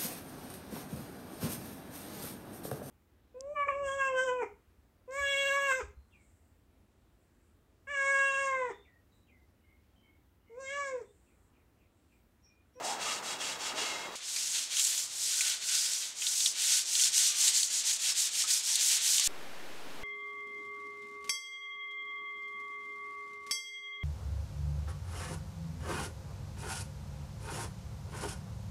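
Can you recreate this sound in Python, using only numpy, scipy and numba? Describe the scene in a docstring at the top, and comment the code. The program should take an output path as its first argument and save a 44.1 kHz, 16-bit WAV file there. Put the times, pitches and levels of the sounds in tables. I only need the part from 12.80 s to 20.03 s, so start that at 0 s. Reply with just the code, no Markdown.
"""A workshop, heard in three parts with sudden cuts between them. First a rag wipes finish over a round
wooden board on a turntable: its fibres catch and slip, which hisses and makes the board rumble. Then
fine sandpaper scuffs the board in quickening strokes, crushing loose grains. In both parts a hand
softly knocks the board. Last, only room and microphone hiss are left, on a small electrical offset."""
import sys
import numpy as np
from scipy import signal
from scipy.fft import rfft, irfft, next_fast_len
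from scipy.io import wavfile
from scipy.ndimage import uniform_filter1d
from numba import njit

SR = 44100
rng = np.random.default_rng(int(sys.argv[2]) if len(sys.argv) > 2 else 0)


def dump(signal):
    """Clip the signal to [-1, 1] and save it as 16-bit WAV at the path in sys.argv[1]."""
    limited = np.clip(np.atleast_2d(signal).T, -1, 1)
    pcm = np.round(limited * 32767).astype(np.int16)
    wavfile.write(sys.argv[1], SR, pcm)


N = 319015
TIME = np.arange(N) / SR


def undb(db):
    return 10 ** (np.asarray(db) / 20)


def unit(x):
    return x / np.sqrt(np.mean(x ** 2))


def curves(table):
    """Join rows of (time, values...) with straight lines: one curve per value."""
    times, *columns = np.transpose(table)
    return [np.interp(TIME, times, column) for column in columns]


def colour(x, spectrum):
    """Shape x by (frequency [Hz], level [dB]) points, fading outside them; the result has strength 1."""
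    hz, db = np.transpose(spectrum)
    size = next_fast_len(N)
    log_hz = np.log(np.maximum(np.fft.rfftfreq(size, 1 / SR), 1))
    outside = np.maximum(np.log(hz[0]) - log_hz, 0) + np.maximum(log_hz - np.log(hz[-1]), 0)
    gain = undb(np.interp(log_hz, np.log(hz), db) - 100 * outside)
    return unit(irfft(rfft(x, size) * gain, size)[:N])


@njit
def resonate(x, hz, width):
    """Let through a band `width` Hz wide around a pitch that may move."""
    y, mid, low = np.empty(len(x)), 0., 0.
    for i in range(len(x)):
        tuning, damping = np.tan(np.pi * hz[i] / SR), width / hz[i]
        swing = (mid + tuning * (x[i] - low)) / (1 + tuning * (tuning + damping))
        mid, low = 2 * swing - mid, low + 2 * tuning * swing
        y[i] = damping * swing
    return y


def band(x, hz, width):
    return unit(resonate(x, np.full(N, 1.) * hz, 1. * width))


def wander(per_second):
    """A smooth random wobble, roughly 1 in size."""
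    hold = int(SR / per_second)
    steps = np.repeat(rng.standard_normal(N // hold + 1), hold)
    return 1.63 * uniform_filter1d(uniform_filter1d(steps, hold), hold)[:N]


def slips(spread_db, patchy_db):
    """Fibres or grains catch and let go all the time; a few slips are larger, and they come in patches."""
    size = np.minimum(rng.exponential(size=N), 5)
    return rng.standard_normal(N) * undb(spread_db * size + patchy_db * wander(120))


def strokes(table, ramp_s, speed_up, slow_down):
    """Hand strokes, turn to turn: gives loudness, rest (1 at a turn) and an early-to-late blender."""
    start, turn_db, early_db, late_db = np.transpose(table)[:4]
    length = np.diff(start)  # the last row only ends the stroke before it
    # speeding up and slowing down each take ramp_s plus a share of the stroke
    steady = np.c_[start[:-1] + ramp_s + speed_up * length, start[1:] - ramp_s - slow_down * length]
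    corners = np.c_[start[:-1], steady].ravel()
    # loudness follows hand speed, so join gains, not decibels
    gain = np.interp(TIME, corners, undb(np.c_[turn_db, early_db, late_db][:-1].ravel()))
    rest = np.interp(TIME, corners, np.arange(len(corners)) % 3 == 0) ** 2

    def blend(early, late):
        return np.interp(TIME, steady.ravel(), np.c_[early, late][:-1].ravel())
    return gain, rest, blend


def rag(fibres):
    """Slipping cloth fibres hiss and make the turntable ring."""
    # wipes of the hand (start [s], level at the turn [dB], early level [dB], late level [dB], air [dB])
    wipes = [(0.02, -51, -39.5, -39.5, -6.5), (0.187, -50, -38, -35, -13.5),
             (0.421, -53, -41.5, -37.5, -8.5), (0.583, -51, -37, -35.5, -13.5), (0.782, -50, -41, -35, -17),
             (0.944, -48.5, -34, -41, -20), (1.312, -51, -47, -46, -24), (1.45, -55, -46, -44, -20)]
    # tone of the cloth (frequency [Hz], relative level [dB])
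    cloth_tone = [(710, -55), (1200, -9), (1980, -10.5), (2120, -9), (3030, -10.5), (7140, -10),
                  (9500, -21.5), (12400, -29), (20900, -120)]
    # tone of its high, airy hiss (frequency [Hz], relative level [dB])
    air_tone = [(5000, -7), (8500, 2), (9970, -16), (13400, -20), (15600, -27)]
    # the turntable's ringing notes (pitch [Hz], width [Hz], relative level [dB])
    turntable_notes = [(885, 22, 2.5), (1260, 18, 2.5), (2150, 40, -3), (2690, 42, 4), (2840, 63, 4),
                       (3300, 110, 5.5), (3865, 70, 4.5), (4510, 52, 1), (5220, 48, -1)]
    gain, rest, blend = strokes(wipes, ramp_s=0.011, speed_up=0.1, slow_down=0.38)
    air_db = np.transpose(wipes)[4]
    # each note comes and goes as the rag moves over the board
    turntable = sum(undb(db + 1.5 * wander(11.9)) * band(fibres, hz, width)
                    for hz, width, db in turntable_notes)
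    air = undb(blend(air_db, air_db) - 12 * rest) * colour(fibres, air_tone)  # a slow hand sounds duller
    return gain * (undb(-3) * colour(fibres, cloth_tone) + undb(-7.5) * unit(turntable) + air)


def board_rumble():
    """The rag's fibres drum on the board."""
    # loudness of the rumble (time [s], level [dB])
    levels = [(0, -44.5), (.12, -43.5), (.45, -46), (.88, -48), (.98, -42), (1.1, -45), (1.35, -46)]
    # tone of the board (frequency [Hz], relative level [dB])
    board_tone = [(88, -29), (150, -7), (878, 4.5), (1960, -4.5), (2090, -4), (2330, -10), (2750, -5),
                  (3000, -14), (3900, -34), (6600, -120)]
    return undb(curves(levels)[0]) * colour(slips(spread_db=2.5, patchy_db=-0.5), board_tone)


def cupped_hand(fibres):
    """The hollow under the hand rings, rising in pitch as it closes."""
    # the hollow's note (time [s], pitch [Hz], level [dB])
    hollow = [(0.0, 755, -52), (0.012, 714, -45.5), (0.114, 793, -36.5), (0.146, 861, -46),
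              (0.202, 790, -50), (0.24, 885, -50), (0.275, 1240, -45), (0.312, 1200, -51),
              (0.36, 1040, -57)]
    hz, db = curves(hollow)
    return (TIME < hollow[-1][0]) * undb(db) * band(band(fibres, hz, width=190), hz, width=190)


def hiss(part):
    """Steady room and microphone noise that swells a little."""
    # tone of the noise, one list per part (frequency [Hz], relative level [dB])
    hiss_tones = [
        [(18, -51), (30, -12.5), (379, -2), (876, -1), (1970, -6), (3330, -19), (3600, -10), (7100, -22),
         (15600, -23)],
        [(18, -62), (30, -23.5), (1260, -10.5), (1480, -11), (1640, -12.5), (2770, -11.5), (6740, -7),
         (8310, -14), (15600, -41)],
        [(24, -45), (40, -18), (64, -21), (150, -8), (188, -9.5), (294, -3), (861, -6), (1910, -9.5),
         (2390, -10), (14100, -28.5), (15600, -36)],
    ]
    level_db = (-51, -51, -48)[part]
    return undb(level_db + 0.11 * wander(4.96)) * colour(rng.standard_normal(N), hiss_tones[part])


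def knocks():
    """The hand bumps the board: a scuffed note that rises softly and dies fast."""
    # bumps (time [s], level [dB], pitch [Hz], time to fade by 60 dB [s])
    bumps = [(.96, -32, 644, .08), (1.015, -35, 425, 0.12), (1.287, -29, 370, 0.045), (4.78, -50, 950, .05),
             (5.32, -36, 1150, .03), (5.639, -34, 1270, 0.072), (6.393, -40, 1135, 0.096)]
    size, roughness = 8192, 0.51
    out, t = np.zeros(N), np.arange(size) / SR
    for start, db, hz, fade_s in bumps:
        scuff = unit(resonate(rng.standard_normal(size), np.full(size, 1. * hz), 0.27 * hz))
        note = (np.sin(2 * np.pi * hz * t) + roughness * scuff) / (1 + roughness)
        rise = 1 - np.exp(-t / 0.0026)
        i = int(start * SR)
        out[i:i + size] += undb(db - 60 * t / fade_s) * rise * note
    return out


def thin_ring():
    """A thin, stuttering ring near the end of the wiping."""
    start_s, end_s, fade_db_per_s, stutter_hz = 1.03, 1.285, 16, 21.5
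    db = -44.5 - fade_db_per_s * (TIME - start_s) + 1.5 * wander(44.3)
    db += 5 * np.cos(2 * np.pi * stutter_hz * (TIME - 1.068))
    fade = np.clip(np.minimum(TIME - start_s, end_s - TIME) / .02, 0, 1)
    hz = 2140 + 22 * wander(39.64)
    return fade * undb(db) * np.sin(2 * np.pi * np.cumsum(hz) / SR)


def sandpaper():
    """One stream of slipping grit sounds in the paper, in the wood below and as a high, airy hiss."""
    # sanding strokes (start [s], level at the turn [dB], early level [dB], late level [dB],
    # air [dB], early wood [dB], late wood [dB]); air and wood are relative to the paper
    scuffs = [(1.25, -50, -43, -43, -14, -1, -7), (1.4, -55, -37.5, -34, -14, -13.5, -9.5),
              (1.889, -48.5, -32, -35, -9.5, -10, -11.5), (2.291, -48, -35, -32.5, -12, -17, -6.5),
              (2.792, -47, -31.5, -37.5, -13, -8, -9), (3.342, -56, -35, -30.5, -13, -12, -19),
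              (3.742, -43.5, -31, -28, -13, -8, -15), (4.047, -42.5, -32.5, -25.5, -14, -12, -16),
              (4.312, -40.5, -26, -28, -14, -11, -13), (4.537, -37.5, -30.5, -26, -12.5, -12, -14),
              (4.723, -35.5, -27, -31.5, -14.5, -14, -12.5), (4.89, -41, -32.5, -31.5, -16.5, -15, -11),
              (5.032, -44, -30, -32, -14, -12, -12), (5.183, -46, -32.5, -30, -14.5, -10.5, -10),
              (5.343, -43.5, -29, -32, -13, -11, -11.5), (5.506, -46, -33.5, -29.5, -14, -9, -9.5),
              (5.66, -42, -28.5, -30.5, -12, -11.5, -13.5), (5.819, -43, -32.5, -30, -13.5, -12.5, -11),
              (5.98, -35, -28.5, -28, -10.5, -13, -9.5), (6.197, -37.5, -29.5, -28, -10.5, -10, -13.5),
              (6.423, -33.5, -27, -26, -11.5, -9.5, -10), (6.56, -40, -30, -30, -11, -10, -10)]
    # tone of the paper (frequency [Hz], relative level [dB])
    paper_tone = [(1760, -29.5), (3000, -14), (3470, -10), (5120, 1.5), (6940, 4), (8210, 1.5),
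                  (10500, -15), (13600, -33), (22000, -120)]
    # tone of the wood (frequency [Hz], relative level [dB])
    wood_tone = [(290, -46), (500, -26.5), (987, -24.5), (1490, -16), (1700, -11.5), (3380, -4),
                 (4500, -7.5), (5850, -54), (9900, -120)]
    # tone of the airy hiss (frequency [Hz], relative level [dB])
    air_tone = [(5290, -57), (9000, -0.5), (13100, -7), (15600, -15)]
    # the board's own notes (pitch [Hz], width [Hz])
    board_notes = [(910, 19), (1490, 43)]
    # their loudness next to the paper (time [s], low note [dB], high note [dB])
    note_levels = [(1.4, -43, -35), (2.2, -47, -27.5), (2.45, -46, -36), (2.63, -40, -20.5),
                   (3.2, -41, -26), (3.55, -44.5, -36), (3.95, -41.5, -28), (4.15, -44, -36),
                   (4.4, -39.5, -27), (5.2, -39, -39), (5.6, -36.5, -34), (6.47, -35.5, -35)]
    gain, rest, blend = strokes(scuffs, ramp_s=0.0095, speed_up=0.25, slow_down=0.2)
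    air_db, early_wood_db, late_wood_db = np.transpose(scuffs)[4:]
    grit = slips(spread_db=2.5, patchy_db=0.5)
    # a slow hand sounds duller: more wood and less air at each turn
    wood = undb(blend(early_wood_db, late_wood_db) + 7.5 * rest + 1.63 * wander(40)) * colour(grit, wood_tone)
    air = undb(blend(air_db + 0.5, air_db - 0.5) - 6.5 * rest) * colour(grit, air_tone)
    paper = undb(0.53 * wander(30)) * colour(grit, paper_tone)
    # the fingers bend the sheet, so a narrow ring of the paper drifts about
    bend_db = -18 + 2.5 * wander(15)
    bend_hz = np.clip(6300 * (1 + 0.16 * wander(9)), 3000, 10000)
    paper += undb(bend_db) * band(paper, bend_hz, width=510)
    notes = sum(undb(db + 2.2 * wander(12)) * band(grit, hz, width)
                for db, (hz, width) in zip(curves(note_levels), board_notes))
    return gain * (paper + wood + air + notes)


def hum_and_tones():
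    """A low wavering hum, and faint thin tones that fade in and out."""
    # faint tones (start [s], end [s], pitch [Hz], level [dB])
    tones = [(1.546, 1.903, 250, -69), (4.45, 4.753, 1192, -58.5)]
    hum_hz = 117
    out = undb(-79 + 4 * wander(19)) * np.sin(2 * np.pi * hum_hz * TIME)
    for start, end, hz, db in tones:
        fade = np.clip(np.minimum(TIME - start, end - TIME) / 0.054, 0, 1)
        out += undb(db + 2.1 * wander(18.8)) * fade * np.sin(2 * np.pi * hz * TIME)
    return out


def crunches():
    """Each crushed grain gives a short ring of the wood and a bright crack of the paper."""
    # loose grains (time [s], ring peak [dB], ring pitch [Hz], crack peak [dB], fade time [s])
    grains = [(1.5618, -32.5, 2360, -29, 0.02), (1.563, -24.5, 4370, -30, 0.0097),
              (1.781, -42.5, 1510, -28, .008), (1.968, -22, 3180, -23, 0.0037),
              (1.994, -22.5, 3440, -16.5, 0.0067), (2.048, -25, 4500, -15.5, 0.0032),
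              (2.067, -32, 3400, -20, 0.0055), (2.1781, -35, 3800, -19, 0.0025),
              (2.608, -21, 2350, -18, 0.0057), (2.6105, -23.5, 3900, -24, .006),
              (2.9299, -35, 3900, -26, 0.0033), (2.95, -25, 4500, -17, 0.0043),
              (3.1334, -24, 4300, -22, 0.0049), (3.419, -27.5, 2920, -35, 0.0092),
              (3.467, -20, 3840, -29, 0.0084), (3.604, -22, 4190, -28, 0.0046),
              (3.6595, -15, 3900, -18, 0.0064), (4.152, -17.5, 3820, -28, 0.0034),
              (4.195, -21.5, 3200, -17, 0.0087), (4.236, -18.5, 3500, -26, .004),
              (4.268, -25, 2990, -26, 0.0033), (4.379, -24, 3040, -17, 0.0031),
              (4.638, -24, 3500, -25, 0.0032), (4.678, -17, 4460, -15, 0.0098),
              (4.761, -20, 4540, -25, 0.0045), (4.83, -18.5, 4350, -21, .005),
              (5.065, -28, 4500, -28, .003), (5.955, -18.5, 4270, -14, 0.0058),
              (6.381, -19, 3500, -16, .003), (6.396, -21, 3470, -14, 0.0046)]
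    size = 2048
    out, t = np.zeros(N), np.arange(size) / SR
    for start, ring_db, hz, crack_db, fade_s in grains:
        burst = rng.standard_normal(size) * np.exp(-t / fade_s) * np.minimum(t / 0.00037, 1)
        wood_hz, paper_hz = np.full(size, 1. * hz), np.full(size, 6800.)
        ring = resonate(resonate(burst, wood_hz, 0.38 * hz), wood_hz, 0.38 * hz)
        crack = resonate(resonate(burst, paper_hz, 3500.), paper_hz, 3500.)
        i = int(start * SR)
        out[i:i + size] += undb(ring_db) * ring / abs(ring).max() + undb(crack_db) * crack / abs(crack).max()
    return out


def scene():
    """Wiping, sanding, then the quiet room."""
    cuts_s, electrical_offset = (1.355, 6.4752), -.0116
    part = np.searchsorted(cuts_s, TIME)
    fibres = slips(spread_db=1.0, patchy_db=0.45)
    wiping = rag(fibres) + board_rumble() + cupped_hand(fibres) + thin_ring() + hiss(0)
    sanding = sandpaper() + crunches() + hum_and_tones() + hiss(1)
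    quiet = hiss(2) + electrical_offset
    return (np.choose(part, [wiping, sanding, quiet]) + (part < 2) * knocks())[None]


def record(dry):
    """The camera's microphone loses the highest treble."""
    top_hz = 15714
    return signal.sosfilt(signal.ellip(14, .2, 100, top_hz, fs=SR, output="sos"), dry)


dry = scene()
out = record(dry)
dump(out)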